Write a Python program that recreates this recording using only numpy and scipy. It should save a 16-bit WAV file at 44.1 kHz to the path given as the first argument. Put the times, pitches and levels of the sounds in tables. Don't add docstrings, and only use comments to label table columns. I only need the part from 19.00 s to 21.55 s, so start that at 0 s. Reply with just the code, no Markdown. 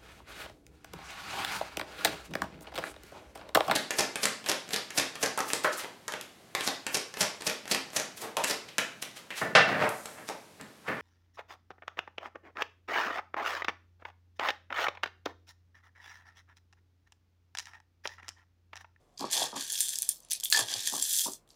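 import sys
import numpy as np
from scipy import signal
from scipy.fft import rfft, irfft, next_fast_len
from scipy.io import wavfile

SR = 44100
rng = np.random.default_rng(int(sys.argv[2]) if len(sys.argv) > 2 else 0)


def volts_from_decibels(level):
    exponent = np.asarray(level, float) / 20
    return 10 ** exponent


def persist_wave(psi):
    counts = np.round(np.clip(psi, -1, 1) * 32767).astype(np.int16)
    wavfile.write(sys.argv[1], SR, np.atleast_2d(counts).T)


N = 112455

# f/Hz, relative level/dB, T60/s
HOPPER_MODES = [(1634, -11.5, 0.022), (1802, -9, 0.015), (3350, 0.5, 0.013), (3500, 1.5, 0.0087),
                (4400, -17.5, 0.018), (4800, -6, 0.014), (6114, 0, 0.014), (6710, 5.5, 0.0026),
                (7190, -9, 0.068), (7500, -6.5, 0.043), (8590, -9, 0.086), (9350, 1.5, .015),
                (10110, 1.5, 0.015), (11500, -11, 0.032)]
# f/Hz, relative level/dB, T60/s, gain per dB of depth/1
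BASE_MODES = [(125, -19.5, 0.056, 0.032), (208, -16, 0.042, 0.73), (260.5, -10.5, 0.035, 0.99),
              (360.3, -7.5, 0.03, 0.27), (491, -9.5, 0.022, -0.13), (645, -7.5, 0.02, -0.41),
              (820, -2.5, 0.016, -0.26), (947, -3.5, 0.027, 0.14), (1129, -1.5, 0.016, 0.28)]


def rms_one(x):
    return x / np.sqrt(np.mean(x ** 2) + 1e-20)


def in_time(rows):
    times, *columns = np.transpose(rows)
    t = np.arange(N) / SR
    return [np.interp(t, times, column) for column in columns]


def at_hz(points, hz):
    table_hz, table_db = np.array(points).T
    return np.interp(np.log(hz), np.log(table_hz), table_db)


def strike(s, db, modes, scatter_db, alike=False):
    contact_cycles = 2.1
    at = np.clip((np.asarray(s) * SR).astype(int), 0, N - 1)
    shape = (len(at), len(modes))
    draw = rng.standard_normal((len(at), 2, len(modes)))
    sign = 1 if alike else np.sign(draw[:, 1])
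    size = sign * volts_from_decibels(np.broadcast_to(db, shape) + scatter_db * draw[:, 0])
    out = np.zeros(N)
    for k, (hz, mode_db, t60, *_) in enumerate(modes):
        clicks = np.bincount(at, size[:, k], N) + 1e-18
        w = 2 * np.pi * min(hz, 0.45 * SR) / SR
        decay = volts_from_decibels(-60 / (t60 * SR))
        ring = signal.lfilter([0, np.sin(w)], [1, -2 * decay * np.cos(w), decay ** 2], clicks)
        soft = np.exp(-w / (2 * contact_cycles))
        contact_gain = np.array([1, 0, -1]) * (1 - soft ** 2) / 2
        out += volts_from_decibels(mode_db) * signal.lfilter(contact_gain, [1, -2 * soft * np.cos(w), soft ** 2], ring)
    return out


def shower(per_s, spread_db):
    born = rng.random(N) < per_s / SR
    size = np.minimum(rng.exponential(1, N), 4)
    return np.flatnonzero(born) / SR, spread_db * size[born][:, None]


def tilt(slope_db, modes, centre_hz):
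    return np.outer(slope_db, np.log2(np.array(modes)[:, 0] / centre_hz))


def around(pitch_hz, narrow_db, modes):
    octaves = np.log2(np.array(modes)[:, 0] / pitch_hz[:, None])
    return -np.abs(narrow_db)[:, None] * np.abs(octaves)


def loudness_db(modes, per_s):
    energy = sum(volts_from_decibels(db) ** 2 * t60 for _, db, t60 in modes)
    return 10 * np.log10(per_s * energy / (4 * np.log(1000)))


def crack_modes(cycles):
    # f/Hz, relative level/dB
    crack_spectrum = [(1400, -38.5), (1800, -27.5), (2400, -13.5), (3360, -13), (3960, -4), (6290, -0.5),
                      (14800, -5.5), (15900, -4), (16400, -59.5)]
    return [(hz, at_hz(crack_spectrum, hz) + 20 * np.log10(hz / 6000), cycles / hz)
            for hz in np.geomspace(1500, 16200, 34)]


def bean_hits():
    # t/s, level/dB before the trims below, pitch f/Hz,
    # narrowness/dB per octave (sign ignored), extra iron ring/dB
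    hits = [(0.175, -28, 4900, 28, 14), (0.178, -20, 4670, 22, 13), (0.1938, -14, 4960, 20, 5),
            (0.208, -13, 4650, 11, 0), (0.2508, -21, 4820, 23, 18.5), (0.3118, -19, 8990, -1, 1.5),
            (0.35, -13.5, 3470, 16, 8), (0.376, -2.5, 3430, 12, -2.5), (0.419, -20, 3400, 11, 15.5),
            (0.564, -16.5, 7100, 13, 7.5), (0.609, -13.5, 3520, 5, 2), (0.6477, -30, 6600, 9, 13.5),
            (0.7012, -20, 6020, -1, 6.5), (0.721, -13.5, 9350, 5, -5.5), (0.728, -21, 6210, -1, 8),
            (0.7547, -14, 3400, 9, 5), (0.7781, -16, 3350, 0, -3), (0.8052, -8.5, 6160, 0.5, 6.5),
            (0.8842, -15.5, 5000, -1, 0.5), (0.8912, -9.5, 7650, 12, 5), (0.936, -18, 3400, -1, 2),
            (0.9568, -3.5, 5600, 15.5, -1), (0.9865, -10, 9500, 3.5, 0), (1.021, -5.5, 9440, 11.5, -13),
            (1.0283, -14, 9430, -0.5, -1), (1.0903, -3, 10640, 7, 6.5), (1.095, -5, 11500, 18, 4),
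            (1.203, -27, 8900, 17, -8), (1.233, -41, 5840, 11, 12), (1.2485, -43, 6040, 6.5, 17.5),
            (1.2862, -38, 6490, 4.0, 2), (1.3, -32.5, 4900, 6, 15), (1.308, -13.5, 8000, 7, -12),
            (1.313, -14.5, 4970, 1, 1), (1.314, -12.5, 6940, -1, -18), (1.319, -7, 9000, 0, -11.5),
            (1.3327, -7, 10300, 16, 6), (1.351, -13, 4730, 15, -1), (1.3998, -16.5, 5940, 7, 2.5),
            (1.4075, -22, 7000, -1, -4), (1.437, -8.5, 7690, 3, -9), (1.434, -18.5, 3600, 6.5, 9),
            (1.456, -13.5, 3500, 12, 9), (1.465, -19, 3480, 13.5, 1.5), (1.5014, -12.5, 11460, 6.5, -5.5),
            (1.5064, -14.5, 15200, 1.5, -5.5), (1.514, -14.5, 6000, -1.5, -9), (1.537, -7, 8000, 7.5, -1),
            (1.561, -15, 5850, 6.5, -1), (1.591, -12, 6020, 0, 2.5), (1.593, -13, 3400, 6.5, 9.5),
            (1.5965, -18.5, 7500, 1, 9.5), (1.685, -10, 3490, 13, 3.5), (1.739, -13.5, 4920, 8, 17),
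            (1.859, -19.5, 5090, 6, -8), (1.8732, -10, 6000, 0.5, 7), (1.9495, -21, 4500, 0, 9),
            (2.0249, -11, 6130, 2, 6), (2.0624, -24, 5840, 4, -8.5), (2.1354, -9.5, 6050, 5.5, 3.5),
            (2.1757, -10, 13400, 3.5, -7), (2.1861, -16, 6130, 3, 7), (2.1936, -12.5, 8590, 0.5, 4.5),
            (2.2686, -20, 6020, 2.5, 2), (2.319, -22.5, 7240, 7, 5), (2.3349, -17.5, 7030, 11.5, -3.5),
            (2.476, -55.5, 4400, -0.5, 5.5), (2.4902, -44.5, 4090, -2.5, 3),
            (2.5043, -29, 4230, 18.5, -10.5)]
    crack_db, ring_db, scatter_db = -17, -22, 5.5
    ring_narrower = 2.92
    s, db, pitch_hz, narrow_db, iron_db = np.transpose(hits)
    snap = crack_modes(cycles=13.8)
    contacts = ((0.0002, 0.5), (0.001, -6), (0.0022, -11))  # lag/s, level/dB
    crack_s = np.concatenate([s + lag_s for lag_s, _ in contacts])
    pitch_gain = around(pitch_hz, narrow_db, snap)
    crack_level = np.vstack([(db + crack_db + contact_db)[:, None] + pitch_gain
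                             for _, contact_db in contacts])
    crack = strike(crack_s, crack_level, snap, scatter_db)
    ring_level = (db + iron_db + ring_db)[:, None] + around(pitch_hz, ring_narrower * narrow_db, HOPPER_MODES)
    return crack + strike(s, ring_level, HOPPER_MODES, scatter_db)


def bean_flow():
    # t/s, level/dB before trim, brightness/dB per octave, iron ring/dB before trim
    flow = [
        [0.16, -79, -6, 5],
        [0.195, -43, -7, 2.5],
        [0.294, -46, -14, -3],
        [0.32, -27, -5, 3.5],
        [0.426, -30.5, -6.5, 7],
        [0.536, -51.5, -9.5, 7],
        [0.576, -31.5, -8, 4.5],
        [0.644, -41.5, -5, 7.5],
        [0.8, -33, -1.4, 5.5],
        [0.804, -31, 0, 7.5],
        [0.836, -36, 0.7, 11.5],
        [1.018, -43, -2.6, 4.5],
        [1.08, -49, 0.5, 8],
        [1.095, -40.5, 1, 14],
        [1.15, -53.5, 4, -1],
        [1.2, -60, -1, 3],
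        [1.29, -65, -15.5, -9],
        [1.315, -30.5, -9, -14.5],
        [1.345, -34.5, -6.5, -6.5],
        [1.39, -59, 2, -13],
        [1.43, -61.5, -17, 8],
        [1.445, -36.5, 8, 5.5],
        [1.495, -55.5, 0, -13],
        [1.52, -38.5, 8.5, -11.5],
        [1.53, -28, -3, 9],
        [1.544, -27, -6.5, -1],
        [1.588, -25, -6, 4.5],
        [1.656, -44, -6, 10],
        [1.694, -35, -7, 7.5],
        [1.834, -35, -7, 2.5],
        [1.87, -31, -4, 6],
        [1.912, -38.5, -2, 9],
        [2.214, -30, 1.5, 5.5],
        [2.344, -54, 2, 7.5],
        [2.456, -97, -1, -3.5],
        [2.506, -60.5, -6, -11],
        [2.55, -70, -7, -4.5],
    ]
    per_s, spread_db, scatter_db = 1400, 3.5, 4.5
    trim_db, ring_trim_db = -6, -9
    level, bright, iron = in_time(flow)
    s, db = shower(per_s, spread_db)
    at = (s * SR).astype(int)
    db = db + level[at, None] + trim_db
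    own_hz = 3000 * 5 ** rng.random(len(at))
    own_narrow_db = np.full(len(at), 4.5)
    out = np.zeros(N)
    for modes, share_db in ((crack_modes(cycles=72), 0), (HOPPER_MODES, ring_trim_db + iron[at, None])):
        colour_db = tilt(bright[at], modes, 4710) + around(own_hz, own_narrow_db, modes)
        out += strike(s, db + share_db - loudness_db(modes, per_s) + colour_db, modes, scatter_db)
    return out


def beans():
    band = signal.butter(8, [1410, 15240], "band", fs=SR, output="sos")
    return signal.sosfilt(band, bean_hits() + bean_flow())


def lid():
    # t/s, level/dB, extra level of the short crack modes/dB
    clanks = [(1.5254, -23.5, 14.5), (1.546, -18.5, -17)]
    # f/Hz, relative level/dB, T60/s
    lid_modes = [(1725, -7, .18), (1758, -9, .18), (4622, -8, .09), (4661, -10, .09), (6552, -14, .08),
                 (950, -20, .04), (2435, -20, .05), (2200, -5, .006), (2800, -1.5, .006),
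                 (3500, -0.5, .006), (4200, -1.5, .006), (7000, -6, .006)]
    s, db, crack_db = np.transpose(clanks)
    is_crack = np.array(lid_modes)[:, 2] < 0.015
    return strike(s, db[:, None] + np.outer(crack_db, is_crack), lid_modes, scatter_db=3.5, alike=True)


def deepen(depth_db):
    return np.outer(depth_db, np.array(BASE_MODES)[:, 3])


def base_knocks():
    # t/s before the lag, level/dB before trim, depth/dB
    knocks = [
        [0.2075, -20.5, 9],
        [0.2388, -14, 3.5],
        [0.258, -38, -4],
        [0.363, -30, -25],
        [0.415, -16, -15],
        [0.5265, -23.5, 5.5],
        [0.563, -20, 5.5],
        [1.316, -42, -14],
        [1.43, -41, -15],
        [1.569, -24, -6.5],
        [1.589, -23.5, -1],
        [1.922, -33.5, 15],
        [1.933, -21, -10],
        [1.954, -40, 0],
        [1.978, -35.5, 16.5],
        [2.258, -29, 1],
        [2.278, -19.5, -1],
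        [2.294, -38, 10],
    ]
    lag_s, trim_db = 0.00241, -11
    s, db, depth = np.transpose(knocks)
    return strike(s + lag_s, (db + trim_db)[:, None] + deepen(depth), BASE_MODES, scatter_db=2.5)


def base_rumble():
    # t/s, level/dB before trim, depth/dB
    rumble = [
        [0.197, -50, 17],
        [0.21, -33.5, 4],
        [0.237, -38.5, 8],
        [0.3, -52, -10],
        [0.345, -41, -17],
        [0.366, -36.5, -13],
        [0.428, -35, -17],
        [0.51, -54.5, -7],
        [0.52, -57, -12],
        [0.528, -37, 1],
        [0.562, -40, 4],
        [0.66, -60.5, -4],
        [1.499, -77.5, 2],
        [1.525, -45.5, -13.5],
        [1.597, -32, -11],
        [1.67, -51, -3.5],
        [1.752, -44.5, -8],
        [1.808, -58.5, -1],
        [1.872, -51, -2],
        [1.908, -63, -10],
        [1.934, -35, -5.5],
        [2.066, -64.5, -5.0],
        [2.247, -60.5, -15],
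        [2.258, -35, 6],
        [2.277, -35.5, 1],
        [2.4, -96.5, -3],
    ]
    per_s, spread_db, trim_db = 500, 2.17, -2
    level, depth = in_time([(0.165, -95, 0.), *rumble, (2.45, -95, 0.)])
    s, db = shower(per_s, spread_db)
    at = (s * SR).astype(int)
    scale_db = -20 * np.log10(np.std(strike(s, db, BASE_MODES, scatter_db=6.5)))
    contact_db = db + scale_db + trim_db + level[at, None] + deepen(depth[at])
    return strike(s, contact_db, BASE_MODES, scatter_db=3.5)


def base():
    band = signal.butter(3, [140, 1510], "band", fs=SR, output="sos")
    return signal.sosfilt(band, base_knocks() + base_rumble())


def thuds():
    # centre t/s, f/Hz, peak level/dB, Gaussian half-width (to 1/e)/s
    swells = [(1.632, 115.8, -46.5, 0.023), (1.777, 110, -50.5, 0.017)]
    t = np.arange(N) / SR
    out = np.zeros(N)
    for s, hz, db, width_s in swells:
        out += volts_from_decibels(db) * np.exp(-((t - s) / width_s) ** 2) * np.sin(2 * np.pi * hz * t)
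    return out


def kitchen(x):
    t60_s, wall_cut_hz = 0.14, 7400
    size = next_fast_len(N + SR)
    z = np.exp(-2j * np.pi * np.arange(size // 2 + 1) / size)
    dull = np.exp(-2 * np.pi * wall_cut_hz / SR)
    response = 0
    lags = (rng.uniform(0.006, 0.03, 12) * SR).astype(int)
    for k, lag in enumerate(lags):
        loop = volts_from_decibels(-60 * lag / SR / t60_s) * (1 - dull) / (1 - dull * z) * z ** lag
        response = response + (-1) ** k * loop / (1 - loop)
    for lag in (47, 131, 223):
        response = response * (z ** lag - 0.6) / (1 - 0.37 * z ** lag)
    return irfft(rfft(x, size) * response, size)[:N]


def room_floor():
    # f/Hz, relative level/dB
    noise_spectrum = [(29, -20), (50, -8.5), (159, -3.5), (218, -8.5), (329, -8.5), (630, -9), (711, -7),
                      (884, -16), (1050, -12.5), (1500, -22), (16000, -42)]
    noise_db, hum_db, hum_hz = -69, -75.5, 40.5
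    hz = np.maximum(np.arange(N // 2 + 1) * SR / N, 10)
    hum = volts_from_decibels(hum_db) * np.sqrt(2) * np.sin(2 * np.pi * hum_hz * np.arange(N) / SR)
    noise = irfft(rfft(rng.standard_normal(N)) * volts_from_decibels(at_hz(noise_spectrum, hz)), N)
    return hum + volts_from_decibels(noise_db) * rms_one(noise)


def scene():
    room_db = -14.5
    near = beans() + lid() + base()
    return (near + volts_from_decibels(room_db) * kitchen(near) + thuds() + room_floor())[None]


def top_cut(x):
    return signal.sosfilt(signal.butter(12, 16830, fs=SR, output="sos"), x)


def record(dry):
    return top_cut(dry)


dry = scene()
out = record(dry)
persist_wave(out)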